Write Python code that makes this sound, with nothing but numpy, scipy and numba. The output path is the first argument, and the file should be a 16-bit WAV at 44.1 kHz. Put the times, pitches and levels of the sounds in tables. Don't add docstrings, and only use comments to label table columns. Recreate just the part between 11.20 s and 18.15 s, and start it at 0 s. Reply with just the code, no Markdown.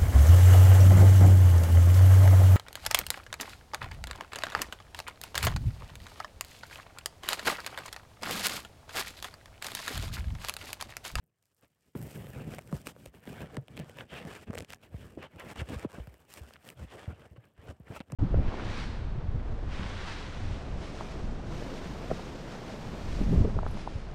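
import sys
import numpy as np
from scipy import signal
from scipy.fft import rfft, irfft
from scipy.io import wavfile
from scipy.ndimage import uniform_filter1d
from numba import njit

SR = 44100
rng = np.random.default_rng(int(sys.argv[2]) if len(sys.argv) > 2 else 0)


def unload_wav(signal):
    wavfile.write(
        sys.argv[1],
        SR,
        np.round(np.clip(np.atleast_2d(signal).T, -1, 1) * 32767).astype(np.int16),
    )


N = 306495
T = np.arange(N) / SR
# (frequency [Hz], gain [dB])
FILM_EQ = [(300, -32), (550, 5), (750, 3.5), (950, 5), (1300, 0.5), (1800, -1.5), (2850, -0.5), (3400, -3),
           (4100, -9.5), (5500, -14.5), (8000, -39.5)]
# (frequency [Hz], gain [dB])
HISS_EQ = [(2500, -21.5), (4200, -3), (5200, -0.5), (6500, -3), (7500, 0.5), (9000, 0.5), (10300, -5),
           (11500, -5), (13200, -2), (15500, -8.5)]


def undb(db):
    return 10 ** (np.asarray(db) / 20)


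def unit(x):
    return x / np.sqrt(np.mean(x ** 2))


def colour(x, points, size=8192):
    hz, db = np.transpose(points)
    grid = np.maximum(np.arange(size // 2 + 1) * SR / size, 1)
    gain = undb(np.interp(np.log(grid), np.log(hz), db))
    cepstrum = irfft(np.log(gain))
    cepstrum[1:size // 2] *= 2
    cepstrum[size // 2 + 1:] = 0
    response = irfft(np.exp(rfft(cepstrum)))
    return signal.fftconvolve(x, response / np.linalg.norm(response))[:len(x)]


@njit
def resonate(x, hz, q):
    out, band, low = np.empty(len(x)), 0., 0.
    for i in range(len(x)):
        g = np.tan(np.pi * hz[i] / SR)
        v = (band + g * (x[i] - low)) / (1 + g * (g + 1 / q))
        band, low, out[i] = 2 * v - band, low + 2 * g * v, v / q
    return out


def split(x, hz):
    low = signal.sosfiltfilt(signal.butter(2, hz, fs=SR, output="sos"), x)
    return low, x - low


def drift(hz):
    hold = max(int(SR / hz), 1)
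    steps = np.repeat(rng.standard_normal(N // hold + 1), hold)
    return unit(uniform_filter1d(steps, hold)[:N])


def slips(per_s, spread_db):
    sizes = undb(spread_db * np.minimum(rng.exponential(size=N), 3.7))
    return unit((rng.random(N) < per_s / SR) * sizes * rng.choice([-1, 1], N))


def add(out, s, x):
    i = max(int(s * SR), 0)
    out[i:i + len(x)] += x[:max(N - i, 0)]


def room_tone(level_db=-88):
    # (frequency [Hz], gain [dB])
    room_eq = [(20, -42), (70, 7), (140, 5), (250, -25.5), (600, -17), (2000, -40), (6000, -24),
               (16000, -29)]
    return undb(level_db) * colour(rng.standard_normal(N), room_eq)


def finger_motion(step_s=.001, edge_db=11.5, flatness=2.35, quiet_s=1):
    # (start [s], swell [s], fade [s], film level [dB], film resonance [Hz],
    # hiss send [dB], top treble trim [dB], case rumble send [dB])
    strokes = [(0.15, 0.25, 0.13, -87.5, 2000, 5.5, 4, 3), (0.41, 0.032, 0.028, -75.5, 1900, -5, -2, 6),
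               (0.516, 0.22, 0.056, -81.5, 2460.0, 0.5, 2.0, 6.5),
               (0.751, 0.0065, 0.18, -57.0, 1480.0, -5, 10.5, 12.0),
               (0.884, 0.048, 0.028, -59.0, 2540.0, -0.5, 2, 1),
               (0.921, 0.086, 0.182, -59.5, 1480, -6.5, 11, 11.5),
               (1.129, 0.045, 0.083, -57.5, 1730, -8.5, 5, 9.5),
               (1.26, 0.084, 0.065, -57.5, 1740.0, -5, 2.0, 11.5),
               (1.386, 0.061, 0.078, -65.5, 1550.0, -4.5, 5, 13),
               (1.509, 0.043, 0.098, -58.5, 2010.0, -1, 1.5, 9.5),
               (1.656, 0.015, 0.042, -52, 2400, 0, 1, 6), (1.743, 0.12, 0.036, -66.5, 2300.0, -2.5, 4, 12),
               (1.93, 0.015, 0.064, -67, 1390, -8, 7, 9.5), (2.029, 0.099, 0.04, -56.5, 1570, -9, 5, 7),
               (2.137, 0.061, 0.054, -53.5, 1770, -12.5, 5, 7.5),
               (2.237, 0.11, 0.04, -59.5, 1480, -12, -4, 7.5), (2.41, 0.35, 0.1, -64.5, 1400, -6, -4, 11),
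               (2.546, 0.04, 0.062, -56.5, 1900, -16, 0.5, 7),
               (2.746, 0.056, 0.036, -55.5, 1810.0, -13, 2, 4.5),
               (2.9, 0.059, 0.1, -49, 2260, -14.5, -1.5, 0), (3.03, 0.06, 0.1, -50.5, 1300, -10, -4, 3),
               (3.06, 0.06, 0.06, -54, 1700, -4, -4, 0), (3.17, 0.05, 0.023, -58.5, 2000, -4, -5, 7.5),
               (3.268, 0.011, 0.05, -61, 1270, -15, -5, 16),
               (3.32, 0.064, 0.076, -64, 1500, -6.5, -5.5, 11),
               (3.482, 0.024, 0.05, -59.5, 2500.0, -5.5, -3, 7.5),
               (3.617, 0.032, 0.025, -61.5, 2470.0, -10, 2.0, 4.5),
               (3.73, 0.11, 0.13, -63, 1720, -6.5, 2, 11), (3.975, 0.035, 0.058, -58, 1400, -13, -6, 12),
               (4.016, 0.014, 0.036, -44, 1350, -19, -12, 0), (4.125, 0.14, 0.06, -58, 1600, -12, 2, 7),
               (4.184, 0.02, 0.034, -50, 1630, -19, 3, 0), (4.278, 0.019, 0.035, -50.5, 1650, -7.5, -3, 0),
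               (4.352, 0.04, 0.031, -46, 1450, -10, -6, 4),
               (4.457, 0.072, 0.054, -52.0, 1630.0, -7.5, -4, 5.0),
               (4.56, 0.072, 0.028, -50.0, 1410, -9.5, -4.0, 3.5),
               (4.683, 0.047, 0.081, -56.5, 1310, -10, -3, -0.5),
               (4.775, 0.057, 0.302, -69, 1530.0, -7.5, 6, 4.5),
               (5.096, 0.075, 0.031, -57, 2080, -1.5, 3, 0.5),
               (5.143, 0.18, 0.048, -65.0, 1880, -4.0, -0.0, 5.5),
               (5.413, 0.085, 0.038, -57.5, 1600.0, -6.5, 5.5, 5),
               (5.571, 0.06, 0.03, -59.0, 1500, -6, -4, 13.5),
               (5.671, 0.083, 0.15, -55.0, 1360, -10.5, -6, 0),
               (5.875, 0.03, 0.031, -57.5, 900, -14.5, -1, 12),
               (5.95, 0.072, 0.063, -60, 1310, -11.5, -3, 5.0),
               (6.157, 0.01, 0.019, -65, 1410, -18, -6, 3.5), (6.195, 0.027, 0.071, -75, 1300, -18, 5, 5.5),
               (6.363, 0.047, 0.165, -65.5, 1170, -13.0, -2, 7.5),
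               (6.458, 0.046, 0.019, -54, 1220.0, -10.0, -10, 6.5),
               (6.66, 0.06, 0.06, -55, 1300, -13, -4, 5), (6.735, 0.035, 0.019, -51, 1250, -9, -2, -2),
               (6.804, 0.0038, 0.009, -48, 1900, -19, -9, -1),
               (6.889, 0.036, 0.051, -66.5, 1160.0, -10, -9, 16.5)]
    # (film level [dB], film resonance [Hz], hiss send [dB],
    # top treble trim [dB], case rumble send [dB])
    resting = (-79, 1600, -8, 2, 10)
    t = np.arange(0, N / SR + step_s, step_s)
    levels_db = [resting[0] - 16.5 * (t < quiet_s)]
    for start, swell, fade, db, *_ in strokes:
        past_peak = t - start - swell
        distance = np.maximum(-past_peak / swell, past_peak / fade)
        levels_db.append(db - edge_db * np.minimum(distance, 10) ** flatness)
    power = undb(levels_db) ** 2
    total = power.sum(axis=0)
    tones = np.transpose([resting[1:]] + [row[4:] for row in strokes])
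    blend = tones @ (power / total)
    return [np.interp(T, t, curve) for curve in (10 * np.log10(total), *blend)]


def film_rasp(x, direct_db=-4.5, q=7.04, flicker_db=3.7):
    # (frequency [Hz], level [dB])
    film_modes = [(760, -5), (1300, -6), (1680, 0.5), (2300, -6), (2900, -5.5)]
    out = undb(direct_db) * x
    for hz, db in film_modes:
        gain = undb(db + flicker_db * drift(hz=55))
        out += gain * resonate(x, hz * np.exp(.08 * drift(hz=35)), q)
    return out


def port_hiss(x, top_db):
    dull, top = split(colour(x, HISS_EQ), hz=10000)
    return dull + undb(top_db - 3.4 + 2.0 * drift(hz=150)) * top


def case_rumble(x, case_db, boxy_db=5, boom_per_db=1.05):
    # (frequency [Hz], gain [dB])
    case_eq = [(25, -27), (42, -7.5), (65, 0), (100, 0.5), (160, -0.5), (230, -2), (320, -5.5), (480, -5.5),
               (680, -13.5), (1000, -28), (2000, -61.5)]
    # (time [s], pitch [Hz])
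    pocket_pitch = [(3.05, 146.4), (3.3, 75)]
    low, high = split(colour(x, case_eq), hz=300)
    pocket = resonate(low, np.interp(T, *np.transpose(pocket_pitch)), q=2.5)
    boom = undb(-3.5) * low + undb(-4.5) * pocket
    tilt = undb((boxy_db - boom_per_db * case_db) / 2)
    return boom / tilt + high * tilt


def rubbing(film_db, film_hz, hiss_db, top_db, case_db):
    grip = undb(film_db + 2.1 * drift(hz=45) + 1.62 * drift(hz=300))
    drag = slips(per_s=9000, spread_db=3.0) * grip
    crackle = slips(per_s=260, spread_db=5.5) * undb(film_db)
    centre_hz = np.clip(film_hz * np.exp(0.28 * drift(hz=60)), 400, 6000)
    rasp = film_rasp(colour(drag + undb(-9.5) * crackle, FILM_EQ))
    film = undb(2.5) * resonate(rasp, centre_hz, q=0.72)
    hiss = port_hiss((undb(-0.46) * drag + undb(-4.5) * crackle) * undb(hiss_db), top_db)
    case_send = undb(case_db + 1.2 + 2.96 * drift(hz=27))
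    return film + hiss + case_rumble(drag * case_send, case_db)


def glue_ticks(film_db, drive_db=-81, follow=0.15):
    gain = undb(drive_db + follow * (film_db - np.median(film_db)))
    ticks = slips(per_s=26, spread_db=4.0) * gain
    _, bright = split(colour(ticks, HISS_EQ), hz=9500)
    return bright


def snap_cues(max_lead_s=.012):
    # (time [s], drive [dB], ring [Hz], hiss send [dB], knock send [dB])
    snaps = [(0.2268, -75.5, 2400, 5, -11), (0.256, -78, 2300, 10, -5), (0.4458, -64, 2180, -13, -1),
             (.7527, -42, 850, -36, 2), (1.069, -47.5, 2110, -14, 1.5), (1.3382, -44.5, 2300, -11, 3),
             (1.3849, -41.5, 1570, -9, 2.5), (1.3901, -41, 2020, -11, 1.5), (1.4751, -56, 2800, 0, -11),
             (1.5268, -42.5, 1040, -11, 9), (1.6706, -32, 2300, -7, -5), (1.764, -58.5, 1590, -13, 11),
             (1.8602, -47, 2380, -2, 4.5), (1.9416, -57, 1590, -16, 5.5), (2.0751, -43, 2010, -24, 2),
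             (2.3452, -53, 2300, -4, 7), (2.369, -34.5, 1400, -12, -3), (2.4826, -47, 2800, -10.5, -2),
             (2.5691, -45.5, 3250, -5, -9), (2.576, -37.5, 2680, -17, -18), (2.5927, -45, 3000, -5.5, 0),
             (2.5984, -46, 2770, -6, 0), (2.6962, -48, 2200, -5, 4), (2.7866, -39, 2420, -19, -4),
             (2.8085, -37, 1980, -25, -8), (3.307, -47.5, 1360, -13, 2), (3.3317, -45, 1150, -9, 6),
             (3.3385, -44, 1250, -11, 5), (3.3534, -40.5, 1600, -7, 5), (3.377, -35, 1990, -16, -1),
             (3.3832, -37.5, 3220, -6, -9), (3.388, -40, 2200, -3.5, -1.5), (3.4057, -42, 1700, -5, 4),
             (3.4236, -52, 2600, 1, -9), (3.4474, -47, 3000, -7, -10), (3.5041, -39.5, 2640, -7.5, -15),
             (3.5233, -50.5, 2400, 0.5, -2), (3.5326, -39, 2960, -8, -30), (3.5355, -37.5, 1410, -11, -21),
             (3.5461, -52, 2900, 0, -16), (3.7425, -56, 900, -22, 10.5), (4.0301, -40.5, 1900, -31, -9),
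             (4.5537, -47, 1380, -27, -9), (4.942, -55.5, 1800, -7.5, -5), (5.308, -51.5, 1400, -25, -8),
             (4.198, -53, 1600, -0.5, 2), (4.3034, -42, 2100, -20, -2.5), (4.4165, -43, 1600, -8, 3),
             (4.5955, -46, 1670, -4, -13), (4.6466, -50, 1100, -20, 6), (4.7849, -55.5, 1400, -20, 11.5),
             (4.8724, -52.5, 1400, -9.5, 6), (5.1392, -48, 2900, 3, -15), (5.1741, -46, 2400, -6, -21),
             (5.3373, -39, 4700, -19.5, -20), (5.3587, -47.5, 1600, -32, -15),
             (5.3644, -48.5, 1890, -35, -22), (5.4893, -39.5, 3460, -12, -24),
             (5.502, -46.5, 2400, -4, -10), (6.254, -71, 1200, 4, -3), (6.742, -47.5, 1790, -16, -7),
             (6.8038, -41, 2300, -15, -14), (6.8098, -44, 2200, -25, -8), (6.9011, -53, 1100, -29, 6),
             (6.9215, -44.5, 1210, -2.5, -0.5)]
    for s, db, ring_hz, hiss_db, knock_db in snaps:
        yield s, db, ring_hz, hiss_db, knock_db
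        lead, weaker, higher = rng.random(3)
        thread_db = db - 17.5 * (.5 + weaker)
        thread_hz = ring_hz * 2 ** (.5 * higher)
        yield s - max_lead_s * lead, thread_db, thread_hz, hiss_db + 5, knock_db


def glue_snaps(top_db, burst_s=0.0006, burst_db=-10, knock_hz=560, size=512):
    # (frequency [Hz], gain [dB])
    knock_eq = [(60, -19.5), (200, 4.5), (420, 0.5), (650, -2.5), (1200, -2.5), (3000, -21)]
    film, hiss, knock = np.zeros((3, N))
    lead = size // 8
    t = (np.arange(size) - lead) / SR
    impulse = signal.unit_impulse(size, lead)
    for s, db, ring_hz, hiss_db, knock_db in list(snap_cues()):
        detune = np.exp(0.16 * np.tanh(rng.standard_normal()))
        burst = undb(burst_db) * rng.standard_normal(size) * np.exp(-np.abs(t) / burst_s)
        release = impulse + burst
        ring = resonate(release, np.full(size, float(ring_hz)), q=2.3)
        body = resonate(impulse, np.full(size, knock_hz * detune), q=4.1)
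        strength = undb(db) * np.sqrt(.002 * SR)
        for bus, send_db, hit in (film, 0, ring), (hiss, hiss_db, release), (knock, knock_db, body):
            add(bus, s + t[0], strength * undb(send_db) * hit / np.linalg.norm(hit))
    return (undb(-7.5) * colour(film, FILM_EQ)
            + undb(0.5) * port_hiss(hiss, top_db)
            + undb(-10) * colour(knock, knock_eq))


def pressing(seal_s=0.0076, rise_cycles=0.45, scuff_db=-17.5, scuff_hz=520., scuff_s=.01):
    # (time [s], level [dB], open pitch [Hz], sealed pitch [Hz], 60 dB decay [s])
    presses = [(.751, -30.5, 405, 139, 0.1), (.803, -31.5, 191, 111, 0.043), (1.094, -38.5, 146, 115, .07),
               (1.25, -39, 169, 138, .087), (1.528, -22.5, 224, 132, .09), (1.547, -33.5, 139, 55, 0.11),
               (1.671, -33, 395, 220, 0.026), (1.87, -44, 111, 55.4, .11), (2.076, -33.5, 293, 148, 0.043),
               (2.372, -28, 335, 119, 0.038), (2.38, -28, 120, 133, 0.096), (2.596, -31, 273, 128, .098),
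               (3.05, -34, 237, 140, 0.091), (3.3, -24.5, 210, 80, 0.018), (3.743, -29.5, 176, 60, 0.12),
               (3.974, -29.5, 353, 256, 0.021), (4.385, -33, 90, 70, 0.08), (4.415, -26.5, 169, 57, 0.09),
               (4.504, -27.5, 325, 149, 0.018), (4.56, -29.5, 95, 62, .1), (4.648, -21.5, 470, 69.6, 0.056),
               (4.782, -32.5, 258, 97, 0.023), (4.797, -33.5, 100, 57, 0.17), (4.874, -40.5, 234, 59, .21),
               (5.21, -37.5, 110, 67.6, 0.17), (5.611, -35.5, 114, 60, 0.23), (5.877, -27, 150, 68, 0.12),
               (5.926, -37, 162, 65, .075), (6.112, -42.5, 151.8, 62, .07), (6.178, -41, 125, 115, .09),
               (6.386, -44.5, 122, 71, .088), (6.488, -35, 100, 80, 0.13), (6.6, -41.5, 270, 60.5, 0.12),
               (6.702, -31.5, 174, 69.4, 0.038), (6.804, -30.5, 276, 125, 0.024),
               (6.928, -28.5, 234, 82, 0.16)]
    thumps, scuff_envelope = np.zeros((2, N))
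    t = np.arange(10000) / SR
    for s, db, open_hz, sealed_hz, t60 in presses:
        hz = sealed_hz + (open_hz - sealed_hz) * np.exp(-t / seal_s)
        tone = np.sin(2 * np.pi * np.cumsum(hz) / SR)
        attack = 1 - np.exp(-(t * open_hz / rise_cycles) ** 2)
        envelope = attack * np.exp(-np.log(1000) * t / t60)
        add(thumps, s, undb(db) * envelope / envelope.max() * tone)
        add(scuff_envelope, s, undb(db + scuff_db) * attack * np.exp(-t / scuff_s))
    scuff = rng.standard_normal(N)
    for _ in range(2):
        scuff = resonate(scuff, np.full(N, scuff_hz), q=1.6)
    return thumps + scuff_envelope * unit(scuff)


def scene():
    room = room_tone()
    film_db, film_hz, hiss_db, top_db, case_db = finger_motion()
    rub = rubbing(film_db, film_hz, hiss_db, top_db, case_db)
    return (room + rub + glue_ticks(film_db) + glue_snaps(top_db) + pressing())[None]


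def record(dry):
    ceiling, knee, cutoff_hz = .054, 6, 15800
    clipped = dry / (1 + np.abs(dry / ceiling) ** knee) ** (1 / knee)
    lowpass = signal.ellip(10, .2, 70, cutoff_hz, fs=SR, output="sos")
    return signal.sosfilt(lowpass, clipped)


dry = scene()
out = record(dry)
unload_wav(out)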